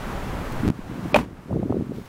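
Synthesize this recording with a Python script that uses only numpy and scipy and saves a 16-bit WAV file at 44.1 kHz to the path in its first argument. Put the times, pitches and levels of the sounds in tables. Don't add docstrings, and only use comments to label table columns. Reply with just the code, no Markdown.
import sys
import numpy as np
from scipy import signal
from scipy.fft import rfft, irfft, next_fast_len
from scipy.io import wavfile
from scipy.ndimage import uniform_filter1d, map_coordinates

SR = 44100
rng = np.random.default_rng(int(sys.argv[2]) if len(sys.argv) > 2 else 0)


def dump_mix(stems):
    frames = np.atleast_2d(stems).T
    limited = np.clip(frames, -1, 1)
    pcm = np.round(limited * 32767).astype(np.int16)
    wavfile.write(sys.argv[1], SR, pcm)


def natural_amplitude(level_db):
    exponent = np.asarray(level_db, float) / 20
    return 10 ** exponent


N = 91860


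def unit(x):
    return x / np.sqrt(np.mean(x ** 2) + 1e-20)


def noise(spectrum):
    m = next_fast_len(N + 8192)
    f, db = np.transpose(spectrum)
    hz = np.fft.rfftfreq(m, 1 / SR)
    colour = natural_amplitude(np.interp(np.log(hz + 1), np.log(f + 1), db))
    return unit(irfft(rfft(rng.standard_normal(m)) * colour, m)[:N])


def wobble(rate):
    knots = rng.standard_normal(int(N * rate / SR) + 4)
    return map_coordinates(knots, [np.arange(N) * rate / SR])


def dying(s, rise_s, t60):
    t = np.maximum(np.arange(N) / SR - s, 0)
    return (1 - np.exp(-t / rise_s)) * natural_amplitude(-60 * t / t60)


def ring(modes, s, rise_s):
    t = np.arange(N) / SR - s
    total = np.zeros(N)
    for hz, db, t60 in modes:
        level = natural_amplitude(db + rng.normal(0, 0.8))
        total += level * dying(s, rise_s, t60) * np.sin(2 * np.pi * hz * t)
    return total / 2


def door_contacts():
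    # f/Hz, level/dB, t60/s
    latch_modes = [(608, 1, 0.065), (770, -2, 0.03), (920, -13, .015), (1070, -10, 0.022),
                   (1500, -16, 0.01), (2080, -10, 0.012), (2480, 5, 0.013), (2750, -4, 0.01),
                   (3100, -3, 0.01), (3400, -5, 0.01), (5800, -24, .01)]
    # f/Hz, level/dB, t60/s
    panel_modes = [(63.4, -19, 0.62), (151, -10, 0.11), (230, 0, 0.08), (360, -15, 0.098), (616, -6, 0.053),
                   (980, 1, 0.019), (1350, -14, 0.009)]
    # f/Hz, level/dB
    crack_spectrum = [(250, -6), (500, 4), (1000, 5), (1600, -10.5), (2400, -3.5), (3300, -14.5),
                      (5000, -25), (16000, -31)]
    # t/s, latch level/dB, panel level/dB, crack level/dB
    contacts = [
        (1.1442, 10.5, -11, -7),
        (1.1498, -22, -13, -9),
        (1.1571, -29, -4, -6),
        (1.1606, -7, 3.5, -2.5),
        (1.1623, -23, -1, -8.5),
        (1.1882, -23, -1.5, -8.5),
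        (1.2289, -35, -17, -28),
    ]
    crack = noise(crack_spectrum)
    hits = np.zeros(N)
    for s, latch_db, panel_db, crack_db in contacts:
        hits -= natural_amplitude(latch_db) * ring(latch_modes, s, 0.0005)
        hits += natural_amplitude(panel_db) * ring(panel_modes, s, 0.00084)
        hits += natural_amplitude(crack_db) * dying(s, 0.00023, 0.034) * crack
    return hits


def door_shudder():
    # f/Hz, level/dB
    shudder_spectrum = [(30, -30), (70, -9), (230, 1.5), (500, -10.5), (1100, -17.5), (2200, -24),
                        (5000, -34.5), (16000, -47.5)]
    start_s, level_db, t60_s, rough_db = 1.162, -8.5, 0.29, 3
    rough = natural_amplitude(level_db + rough_db * wobble(120))
    return rough * dying(start_s, 0.0033, t60_s) * noise(shudder_spectrum)


def eddies(rows):
    s, db, hz, sign = np.transpose(rows)[..., None]
    at = np.round(s * SR).astype(int) + np.arange(-SR // 40, SR // 40)
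    turn = (at / SR - s) * hz
    bell = np.exp(-(turn / 0.43) ** 2 / 2)
    swing = sign * natural_amplitude(db) * bell * np.cos(2 * np.pi * turn)
    return np.bincount(np.clip(at + 1, 0, N + 1).ravel(), swing.ravel(), N + 2)[1:N + 1]


def strong_eddies():
    # t/s, peak level/dB, f/Hz,
    # factor with push + or pull -
    single_eddies = [(0.6042, -20.5, 110, -1.03), (0.6207, -27, 201, 0.85), (0.6365, -18.5, 230, -1.1),
                     (0.6432, -21, 128, 1), (0.6494, -23, 230, -0.71), (0.658, -14.5, 234, 1),
                     (0.6694, -13.5, 190, 1), (0.6791, -11.5, 189, 0.72), (0.6875, -9.5, 272, -1.23),
                     (0.6961, -21, 167, 1), (0.7038, -1.5, 195, 1), (0.7182, -14, 190, -1.3),
                     (0.7932, -14, 225, -0.97), (0.8986, -8.5, 186, 0.49), (0.9148, -8.5, 256, 0.27),
                     (0.959, -17.5, 216, 1), (0.9779, -22, 240, 1), (0.9947, -11, 167, 0.67),
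                     (1.0402, -24, 188, 0.9), (1.0544, -16, 233, -0.7), (1.0608, -17, 223, -1.07),
                     (1.0718, -18, 211, 0.64), (1.1349, -10, 244, 0.54),
                     (1.496, -9, 269, 0.57), (1.5133, -5, 256, 0.69), (1.5281, -10, 263, 1),
                  (1.5457, -9, 312, -1.2), (1.553, -11, 211, 0.86), (1.561, -6.5, 334, -1.35),
                  (1.574, -8, 363, -1.1), (1.5838, -11, 257, 0.58), (1.5942, -5, 285, -0.91),
                  (1.604, -13, 240, 0.72), (1.6269, -6, 190, 0.86), (1.6337, -7.5, 246, -1),
                  (1.648, -23, 305, -1.2), (1.6607, -6.5, 278, -1.2), (1.6989, -5.5, 335, 1),
                  (1.706, 2, 266, 0.89), (1.712, -9, 152, -1.5), (1.7256, 3.5, 660, 0.44),
                  (1.738, -13, 142, 0.76), (1.7452, -3.5, 355, 0.93), (1.77, -1.5, 305, -0.9),
                  (1.787, -14, 248, 0.88), (1.7971, -3, 205, -0.69), (1.8107, -3, 290, 0.77),
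                  (1.824, -6, 232, 0.89), (1.8964, -11, 213, -1.5), (1.912, -9, 252, 0.96),
                  (1.9199, -9.5, 374, 0.95), (1.9853, -9.5, 326, 0.88),
                     (0.6346, -18.5, 230, 0.88), (0.6515, -14, 266, 1), (0.6558, -15, 282, 1),
              (0.6882, -10.5, 242, 1), (0.7012, -13, 253, 1), (0.862, -26, 90, 1), (0.885, -29, 69, -0.74),
              (0.925, -25, 60, 1), (0.9215, -18, 252, 0.84), (0.9362, -22, 200, 0.78),
              (0.983, -18.5, 236, 1), (1.21, -9, 220, 0.87), (1.232, -10, 201, 1), (1.262, -7.5, 260, 0.64),
              (1.275, -14, 200, -0.89), (1.289, -17, 150, 0.91), (1.311, -16, 260, -1),
              (1.331, -15.5, 225, 0.9), (1.329, -18, 70, 0.94), (1.36, -26, 177, 0.78),
              (1.392, -17, 168, -0.94), (1.435, -23, 300, 1), (1.461, -19, 200, -1),
              (1.485, -15, 200, 0.86), (1.502, -21, 130, 0.81), (1.536, -15, 230, 0.84),
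              (1.541, -22, 130, 0.86), (1.6, -2, 258, -0.55), (1.617, -26, 200, 0.77),
              (1.637, -7.5, 151, 1), (1.6555, -9.5, 294, 1), (1.67, -14, 250, 1), (1.553, -20, 597, 0.89),
              (1.5777, -23, 325, 1), (1.718, -13, 200, 1), (1.755, -16, 200, 0.86), (1.781, -18, 150, 1),
              (1.85, -19, 300, 0.69), (1.87, -16, 250, 0.93), (2.016, -15, 176, 0.73),
              (1.9185, -24, 560, 0.63), (1.93, -21, 248, 0.72), (1.947, -21, 198, 1),
                     (0.3547, -22, 68, 1), (0.41, -31, 73, 0.87), (0.5572, -34, 58, -0.67),
                     (0.68, -14, 94, 1), (1.635, -19, 98, 0.43), (1.709, -29, 98, 0.62),
                     (1.796, -20, 75, -0.88), (1.5096, -8.5, 560, -0.86), (1.5292, -10.5, 760, 0.87),
                     (1.5583, -18, 531, -1.3), (1.5672, -10, 525, -1.06), (1.6309, -12.5, 564, -1.78),
                     (1.698, -5, 510, 0.76), (1.7061, -14, 596, 0.83), (1.7251, 1.5, 770, 0.67),
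                     (1.7456, -13, 550, 0.97), (1.7727, -27, 563, 1), (1.8113, -18, 593, -1.1)]
    return eddies(single_eddies)


def wind_stream():
    # t/s, level/dB
    strength = [(0, -36), (.2, -36), (.36, -34.5), (.6, -38), (.67, -36), (.72, -29.5), (.83, -37.5),
                (0.921, -30.5), (1.1, -34), (1.3, -28.5), (1.44, -43.5), (1.521, -18), (1.62, -22.5),
                (1.68, -24.5), (1.78, -18.5), (1.86, -30), (1.983, -25), (2.08, -45.5)]
    # f/Hz, level/dB
    rumble_spectrum = [(15, -120), (38, -29), (60, -2.5), (120, 2.5), (250, -3), (500, -17), (900, -120)]
    per_s, usual_hz, quickest_hz, spread = 280, 227, 430, 0.26
    size_db, pitch_per_db = 2, 0.44
    t = np.arange(N) / SR
    at, db = np.transpose(strength)

    u = rng.random((1000, 3))
    s = np.cumsum(-np.log(u[:, 0])) / per_s
    lift = pitch_per_db * (np.interp(s, at, db) - db.mean())
    pitch = usual_hz * np.exp(lift + spread * rng.standard_normal(1000))
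    peak_db = -size_db * np.log(u[:, 1])
    rows = np.transpose([s, peak_db, np.minimum(pitch, quickest_hz), np.sign(u[:, 2] - .5)])
    small = unit(eddies(rows[s < N / SR]))

    rumble_db = 1.0 * t + 1.2 * wobble(12.96)
    rumble = natural_amplitude(rumble_db) * noise(rumble_spectrum)
    return natural_amplitude(np.interp(t, at, db)) * (small + rumble)


def scuffs():
    # f/Hz, level/dB
    grit_spectrum = [(1200, -120), (1800, 12.5), (4500, 8.5), (9000, -1.5), (13000, 1.5), (17000, 1)]
    # t/s, level/dB, rise/s, t60/s
    steps = [
        (0.52, -37, 0.00087, 0.044),
        (1.09, -49, .002, 0.044),
        (1.93, -41, 0.018, 0.8),
        (2.053, -47, 0.0016, 0.1),
    ]
    envelope = sum(natural_amplitude(db) * dying(s, rise_s, t60) for s, db, rise_s, t60 in steps)
    return noise(grit_spectrum) * natural_amplitude(1.7 * wobble(170)) * envelope


def traffic():
    # f/Hz, level/dB
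    road_spectrum = [(35, -55), (70, -10.5), (250, -8), (500, -10.5), (1200, -13.5), (2200, -22),
                     (3500, -29.5), (16000, -61)]
    fade_db = -1.7 * np.arange(N) / SR
    return natural_amplitude(-33 + fade_db + 0.5 * wobble(38.9)) * noise(road_spectrum)


def microphone_hiss():
    # f/Hz, level/dB
    hiss_spectrum = [(500, -120), (2000, 3), (6000, 4.5), (13000, -0.5), (16500, -1)]
    return natural_amplitude(-51) * noise(hiss_spectrum)


def scene():
    door = door_contacts() + door_shudder()
    wind = strong_eddies() + wind_stream()
    return (door + wind + scuffs() + traffic() + microphone_hiss())[None]


def gain_control(x):
    # t/s, gain level/dB, recovery/(dB per
    # s)
    gain_changes = [
        (.67955, -7, 900),
        (.68697, -5, 400),
        (.70209, -6.5, -800),
        (.707, -10.5, 20),
        (1.1436, -10, -16),
        (1.252, -16, 15),
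                    (1.51, -11, -3.5),
        (1.7, -11, -1),
    ]
    t, gain_db = np.arange(N) / SR, np.zeros(N)
    for s, db, rate_db in gain_changes:
        gain_db = np.where(t >= s, np.minimum(db + rate_db * (t - s), 0), gain_db)
    return x * uniform_filter1d(natural_amplitude(gain_db), size=2)


def limiter(x):
    ceiling, knee = 0.75, 8
    return x / (1 + np.abs(x / ceiling) ** knee) ** (1 / knee)


def treble_dropouts(x):
    # from t/s, to t/s
    gaps = [
        (.6905, .6995),
        (1.128, 1.1418),
        (1.1515, 1.157),
    ]
    t = np.arange(N) / SR
    inside = sum((t >= a) & (t < b) for a, b in gaps)
    lost = uniform_filter1d(inside * (1 - 0.04), size=40)
    high = signal.butter(6, 5500, 'high', fs=SR, output='sos')
    return x - lost * signal.sosfiltfilt(high, x)


def low_pass(x):
    return signal.sosfilt(signal.butter(12, 15900, fs=SR, output="sos"), x)


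def record(dry):
    x = limiter(gain_control(dry))
    x = signal.sosfiltfilt(signal.cheby2(20, 40, 16050, fs=SR, output='sos'), x)
    return low_pass(treble_dropouts(x))


dry = scene()
out = record(dry)
dump_mix(out)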